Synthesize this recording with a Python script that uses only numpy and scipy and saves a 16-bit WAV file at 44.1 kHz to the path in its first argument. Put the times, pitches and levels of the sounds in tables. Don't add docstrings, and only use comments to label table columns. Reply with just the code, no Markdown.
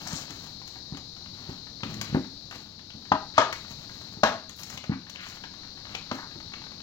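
import sys
import numpy as np
from scipy import signal
from scipy.fft import rfft, irfft
from scipy.io import wavfile

SR = 44100
rng = np.random.default_rng(int(sys.argv[2]) if len(sys.argv) > 2 else 0)


def transcribe(u):
    v = np.clip(np.atleast_2d(u).T, -1, 1)
    q = np.round(v * 32767).astype(np.int16)
    wavfile.write(sys.argv[1], SR, q)


N = 301057
AGE = np.arange(SR // 2) / SR


def from_db(db):
    return 10 ** (np.asarray(db) / 20)


def rms_one(x):
    return x / np.sqrt(np.mean(x ** 2) + 1e-20)


def at_hz(points, hz):
    f, value = np.transpose(points)
    return np.interp(np.log(hz + 0.0012), np.log(f), value)


def colour(x, spectrum):
    size = 4096
    gain = from_db(at_hz(spectrum, np.fft.rfftfreq(size, 1 / SR)))
    cepstrum = irfft(np.log(gain))
    cepstrum[1:size // 2] *= 2
    cepstrum[size // 2 + 1:] = 0
    impulse = irfft(np.exp(rfft(cepstrum)))
    return signal.oaconvolve(x, impulse)[:len(x)]


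def fade(t60, rise=1e-5):
    return from_db(-60 * AGE / t60) * (1 - np.exp(-AGE / rise))


def ring(hz, t60, rise):
    return np.sin(2 * np.pi * hz * AGE) * fade(t60, rise)


def add(track, s, sound):
    at = int(s * SR)
    track[at:at + len(sound)] += sound[:N - at]


def delay(x, s):
    n = np.arange(len(x))
    return np.interp(n - s * SR, n, x, left=0)


def grains(per_s, spread_db, size):
    born = rng.random(size) < per_s / SR
    sign = rng.choice([-1, 1], size)
    strength_db = spread_db * np.minimum(rng.exponential(1, size), 4)
    return rms_one(born * sign * from_db(strength_db))


def clumps(per_s, depth_db, size):
    knots = rng.standard_normal(4096)
    position = np.arange(size) / SR * per_s
    return from_db(depth_db * np.interp(position, np.arange(len(knots)), knots))


# middle in seconds, half width in seconds, level in dB.
LULLS = [(2.75, 0.26, -3.5), (4.82, 0.57, -4)]


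def background(spectrum):
    t = np.arange(N) / SR
    level_db = sum(db * np.exp(-((t - s) / width) ** 2) for s, width, db in LULLS)
    noise = rng.standard_normal(N) * np.sqrt(SR / 2)
    return from_db(level_db) * colour(noise, spectrum)


# frequency in Hz, decay by 60 dB in seconds.
ROOM_T60 = [(100, 0.29), (300, 0.37), (700, 0.3), (1500, 0.34), (4000, 0.38), (12000, 0.28)]


def room_response(onset):
    edges = np.geomspace(40, 16000, 11)
    out = 0
    for low, high in zip(edges, edges[1:]):
        hz = np.sqrt(low * high)
        band = signal.butter(2, [low, high], "band", fs=SR, output="sos")
        mid, side = signal.sosfilt(band, rng.standard_normal((2, len(AGE))))
        alike = 1 / (1 + (hz / 1900) ** 2)
        stereo = np.sqrt(1 + alike) * mid + np.sqrt(1 - alike) * side * [[1], [-1]]
        out = out + stereo * fade(at_hz(ROOM_T60, hz))
    out = out * (1 - np.exp(-(AGE / onset) ** 2))
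    return rms_one(out) / np.sqrt(len(AGE))


def room(feed, count=16):
    out, step = np.zeros((2, N + len(AGE))), N // count + 1
    for at in range(0, N, step):
        stretch = feed[None, at:at + step]
        tail = signal.fftconvolve(stretch, room_response(onset=0.0053), axes=1)
        out[:, at:at + tail.shape[1]] += tail
    return out[:, :N]


STROKE_ATTACK_S, STROKE_RELEASE_S = 0.0066, 0.072
HOSE_FROM_S, HOSE_SCUFF_DB = 4.6, -63.5


def stroke(s, length):
    age = np.maximum(np.arange(N) / SR - s, 0)
    release = np.exp(-np.maximum(age - length, 0) / STROKE_RELEASE_S)
    return (1 - np.exp(-age / STROKE_ATTACK_S)) * release


# start in seconds, length in seconds,
# then drag, scuff and swish levels in dB before the mix gains.
STROKES = [(-0.03, 0.22, -39.5, -46.5, -48.5), (0.274, .2, -47.5, -56, -57.5),
           (0.65, 0.034, -49, -59, -56.5), (1.326, 0.22, -48.5, -56, -63.5),
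           (1.83, 0.29, -36.5, -52.5, -60.5), (2.122, 0.028, -32.5, -64, -63), (2.5, 0.075, -47, -54, -58),
           (3.526, 0.61, -52.5, -58, -60.5), (4.557, .17, -51.5, -58, -55.5), (5.2, 0.12, -58, -71, -55.5),
           (5.875, 0.06, -43.5, -51, -62.5), (6.12, 0.05, -48, -51, -55.5)]
# drag, scuff and swish levels in dB before the mix gains.
RESTING_RUB = (-51, -65, -79.5)
# frequency in Hz, level in dB.
DRAG = [(25, -58), (60, -3.5), (100, -1), (170, 1), (280, -5), (420, -15), (900, -30), (3000, -64)]
SCUFF = [(250, -10.5), (700, 5), (1200, 4.5), (1900, 2.5), (2500, 3), (3300, 5.5), (5000, -14.5),
         (8000, -54)]
SWISH = [(2500, -16.5), (5000, 8.5), (6800, 7.5), (8500, -11), (10000, -14), (12500, -7), (15500, -5)]


def rubbing():
    power = from_db(RESTING_RUB)[:, None] ** 2
    for s, length, *levels in STROKES:
        power = power + np.outer(from_db(levels), stroke(s, length)) ** 2
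    drag, scuff, swish = np.sqrt(power)
    scuff = np.hypot(scuff, from_db(HOSE_SCUFF_DB) * stroke(HOSE_FROM_S, N / SR))
    grip = clumps(70, 3.84, N)
    low = from_db(-6.5) * drag * rms_one(colour(grains(900, 3.4, N), DRAG))
    middle = from_db(2.5) * scuff * rms_one(colour(grains(1500, 3.4, N), SCUFF))
    high = from_db(4.5) * swish * rms_one(colour(grains(5000, 3.3, N), SWISH))
    return grip * (low + middle + high)


# start in seconds, length in seconds,
# level in dB, lowest frequency in Hz, highest frequency in Hz.
SLIDES = [(0, .22, -44.5, 606, 1800), (0.052, 0.18, -35.5, 3930, 7460), (2.019, 0.15, -44.5, 1310, 3600),
          (3.34, 0.062, -33, 1000, 4950), (4.552, 0.1, -51, 10200, 15600), (4.906, 0.043, -37.5, 760, 2360),
          (5.126, 0.23, -44.5, 1200, 3500), (6.12, 0.17, -43.5, 783, 1810)]


def slides():
    out = np.zeros(N)
    for s, length, db, low_hz, high_hz in SLIDES:
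        slips = grains(2500, 2.7, len(AGE)) * clumps(89.8, 6.1, len(AGE))
        slips = slips[:int(length * SR)]
        band = signal.butter(4, [low_hz, high_hz], "band", fs=SR, output="sos")
        body = signal.sosfilt(band, slips)
        swell = np.sin(np.linspace(0, np.pi, len(body)))
        add(out, s, from_db(db) * rms_one(body) * swell)
    return out


# middle knock, click and fine edge levels in dB before the gains in ticks().
FAINT_TICK = (-43.5, -55.5, -63)
FAINT_TICKS_PER_S, HOSE_TICKS_PER_S = 4, 14
FAINT_SPREAD_DB = 2.5


def faint_ticks():
    count = 96
    t = np.arange(N) / SR
    due = np.cumsum(np.where(t < HOSE_FROM_S, FAINT_TICKS_PER_S, HOSE_TICKS_PER_S)) / SR
    turns = np.cumsum(rng.uniform(.2, 1.8, count))
    levels = np.array(FAINT_TICK) + FAINT_SPREAD_DB * rng.standard_normal((count, 3))
    return [(np.interp(turn, due, t), *row) for turn, row in zip(turns, levels) if turn < due[-1]]


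# time in seconds, then knock, click and fine edge
# levels in dB before the gains in ticks().
TICKS = [(0.072, -38, -52, -37.5), (0.306, -39, -51, -41.5), (0.676, -47, -54, -45), (0.757, -38, -66, -68),
         (0.971, -36.5, -48, -48.5), (1.833, -25, -37.5, -64), (1.941, -37, -48, -42.5),
         (2.013, -30, -39, -31), (2.511, -39, -47, -48), (2.902, -48, -48, -66), (3.527, -26.5, -37.5, -36),
         (4.494, -40, -53, -42.5), (4.633, -47, -56, -39.5), (4.7, -40, -53, -39),
         (4.775, -48, -38.5, -43.5), (4.84, -38, -47.5, -58), (5.097, -51, -48.5, -42),
         (5.158, -53, -42, -59), (5.263, -40, -50, -52), (5.438, -34, -46, -62), (5.95, -36.5, -35, -44),
         (6.537, -34, -40.5, -63)]
# frequency in Hz, level in dB.
KNOCK = [(150, -22), (450, -3.5), (750, 5), (1300, 8), (2200, 6), (5000, -64)]
CLICK = [(700, 4.5), (1800, 0.5), (2400, 12), (3200, 15), (4500, 5), (6500, -0.5), (8500, -33)]
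EDGE = [(2000, -11), (4500, 1.5), (6800, 7), (8800, -16.5), (12000, -12.5), (15500, -11)]
TICK_T60_S = 0.041


def ticks():
    rows = TICKS + faint_ticks()
    burst = fade(TICK_T60_S, rise=0.0009)
    out = 0
    for column, (spectrum, gain_db) in enumerate([(KNOCK, 6), (CLICK, 9), (EDGE, 12)]):
        force = np.zeros(N)
        for s, *levels in rows:
            add(force, s - .001, from_db(levels[column] + gain_db) * burst)
        out = out + colour(force * grains(6000, 1.9, N), spectrum)
    return out


# time in seconds, flex level in dB, pitch in Hz, rattle level in dB
THUMPS = [(0.132, -25, 149, -50), (.301, -33.5, 127, -40), (.922, -23.5, 161, -37),
          (1.489, -25.5, 134, -34), (1.831, -24, 169, -35), (2.126, -22, 153, -39.5),
          (2.146, -9.5, 211, -16.5), (2.948, -34, 160, -49), (3.116, -15.5, 215, -31.5),
          (3.385, -31, 131, -31.5), (4.17, -34, 172, -41), (4.8943, -13, 185, -29.5),
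          (6.116, -22, 243, -38), (6.353, -35.5, 190, -39)]
# frequency in Hz, level in dB.
RATTLE = [(40, -28), (85, -1.5), (180, -3.5), (300, 0.5), (420, -4.5), (650, -18), (830, -10), (1100, -19),
          (2000, -22.5), (5000, -55)]
FLEX_T60_S = 0.027
REBOUND_S, REBOUND_HZ, REBOUND_DB, REBOUND_T60_S = .021, 269.3, -13, 0.083


def thumps():
    flex, rattle = np.zeros((2, N))
    for s, db, hz, rattle_db in THUMPS:
        pop = ring(hz, FLEX_T60_S, rise=0.003)
        rebound = ring(REBOUND_HZ, REBOUND_T60_S, rise=0.0026)
        loose = fade(0.12, rise=0.00078) * grains(1500, 0.79, len(AGE))
        add(flex, s, 3.0 * from_db(db) * pop)
        add(flex, s + REBOUND_S, 2.15 * from_db(db + REBOUND_DB) * rebound)
        add(rattle, s, 9 * from_db(rattle_db) * loose)
    return flex + colour(rattle, RATTLE)


# frequency in Hz, middle level in dB, decay by 60 dB in seconds.
LID = [(219, -13.5, 0.049), (278, -28, 0.077), (398, -20.5, 0.14), (513, -22, 0.091), (631, -13.5, 0.22),
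       (856, -17, 0.069), (940, -17.5, 0.11), (997, -12, 0.1), (1083, -7, 0.084), (1222, -6.5, 0.065),
       (1420, -36, .1), (1560, -18, 0.11), (1654, -26, 0.25), (1749, -24, 0.11), (1864, -21, 0.063),
       (1980, -24, 0.053), (3190, -20, 0.039)]


def lid_ring(rise, vary_db):
    luck = rng.normal(0, 1, len(LID))
    out = 0
    for k, (hz, db, t60) in enumerate(LID):
        sign = (-1) ** k
        out = out + sign * from_db(db + vary_db * luck[k]) * ring(hz, t60, rise)
    return out


# time in seconds, flap pitch in Hz, flap level in dB, lid ring level in dB,
# crack level in dB, chatter level in dB, chatter decay by 60 dB in seconds, room feed level in dB,
# top of crack and chatter in Hz. Flap, crack and chatter levels are before the gains in snaps().
SNAPS = [(3.1181, 812, -3, -12.5, -12, -24, 0.13, -4, 6450),
         (3.3789, 667, -5.5, -9, -2.5, -9.5, 0.18, -1, 8500),
         (4.2329, 624, -6.5, -7.5, -4, -12, 0.2, 0, 16000),
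         (6.1126, 1210, -20, -30, -18, -30, 0.17, -4.5, 7000)]
# frequency in Hz, level in dB.
CRACK = [(80, -20), (350, -4), (700, 5.5), (1150, 4.5), (1900, -1.5), (2450, -6.5), (3100, -3),
         (4300, -5.5), (6300, -11), (7500, -21), (8800, -46.5), (14000, -29)]


def snaps():
    direct, feed = np.zeros((2, N))
    for s, flap_hz, flap_db, lid_db, crack_db, chatter_db, chatter_t60, room_db, top_hz in SNAPS:
        whip = ring(flap_hz, 0.024, rise=0.001) - 1.08 * ring(flap_hz * 1.296, 0.014, rise=0.001)
        flap = 1.22 * from_db(flap_db) * whip
        crack = 2.8 * from_db(crack_db) * fade(0.033, rise=0.0028) * grains(9000, 2.06, len(AGE))
        chatter = 1.5 * from_db(chatter_db) * fade(chatter_t60, rise=0.021) * grains(1500, 2.3, len(AGE))
        low_pass = signal.butter(3, top_hz, fs=SR, output="sos")
        grit = colour(signal.sosfilt(low_pass, crack + chatter), CRACK)
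        lid = from_db(lid_db) * lid_ring(rise=0.00079, vary_db=3.5)
        sound = flap + lid + grit
        add(direct, s, sound)
        add(feed, s, from_db(room_db) * sound)
    return direct, feed


def low_cut(x, low_cut_hz=52):
    return signal.sosfilt(signal.butter(4, low_cut_hz, "high", fs=SR, output="sos"), x)


# delay in seconds, gain as a factor.
ECHOES = [(.0065, 0.05), (0.0199, 0.089), (.033, 0.14)]
# frequency in Hz, density in dB per Hz.
RUMBLE = [(20, -81.5), (45, -85.5), (80, -75.5), (140, -76), (250, -76.5), (400, -87), (800, -89.5),
          (2500, -104), (8000, -125)]


def scene():
    snap, snap_feed = snaps()
    thump = thumps()
    handling = ticks() + rubbing() + slides()
    near = snap + thump + handling
    near = near + sum(gain * delay(near, s) for s, gain in ECHOES)
    tail = room(from_db(-4.5) * snap_feed + from_db(-10) * thump + from_db(-7) * handling)
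    stereo = np.array([near, delay(near, .00008)])
    return low_cut(stereo + tail) + background(RUMBLE)


# frequency in Hz, density in dB per Hz.
LEFT_HISS = [(25, -86), (100, -89), (1000, -110), (2800, -101), (3400, -89), (3900, -72), (4300, -70),
             (4900, -77.5), (5700, -83), (6600, -90.5), (7500, -102), (9000, -119), (15000, -110)]
RIGHT_HISS = [(25, -92), (100, -88), (1000, -108), (3500, -101), (6000, -108), (9000, -120), (15000, -108)]
# frequency in Hz, level in dB.
RIGHT_PORT = [(60, 2.5), (200, -2), (700, -4), (1300, -5), (2400, -6), (3300, -15), (4500, -18.5),
              (7000, -45.5), (10000, -30), (15000, -6)]
CUTOFF_HZ = 15850


def record(dry):
    left = dry[0] + background(LEFT_HISS)
    right = colour(dry[1], RIGHT_PORT) + background(RIGHT_HISS)
    both = np.array([left, right])
    both = both / (1 + (both / .9) ** 6) ** (1 / 6)
    low_pass = signal.ellip(12, .1, 80, CUTOFF_HZ, fs=SR, output="sos")
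    return signal.sosfilt(low_pass, both)


dry = scene()
out = record(dry)
transcribe(out)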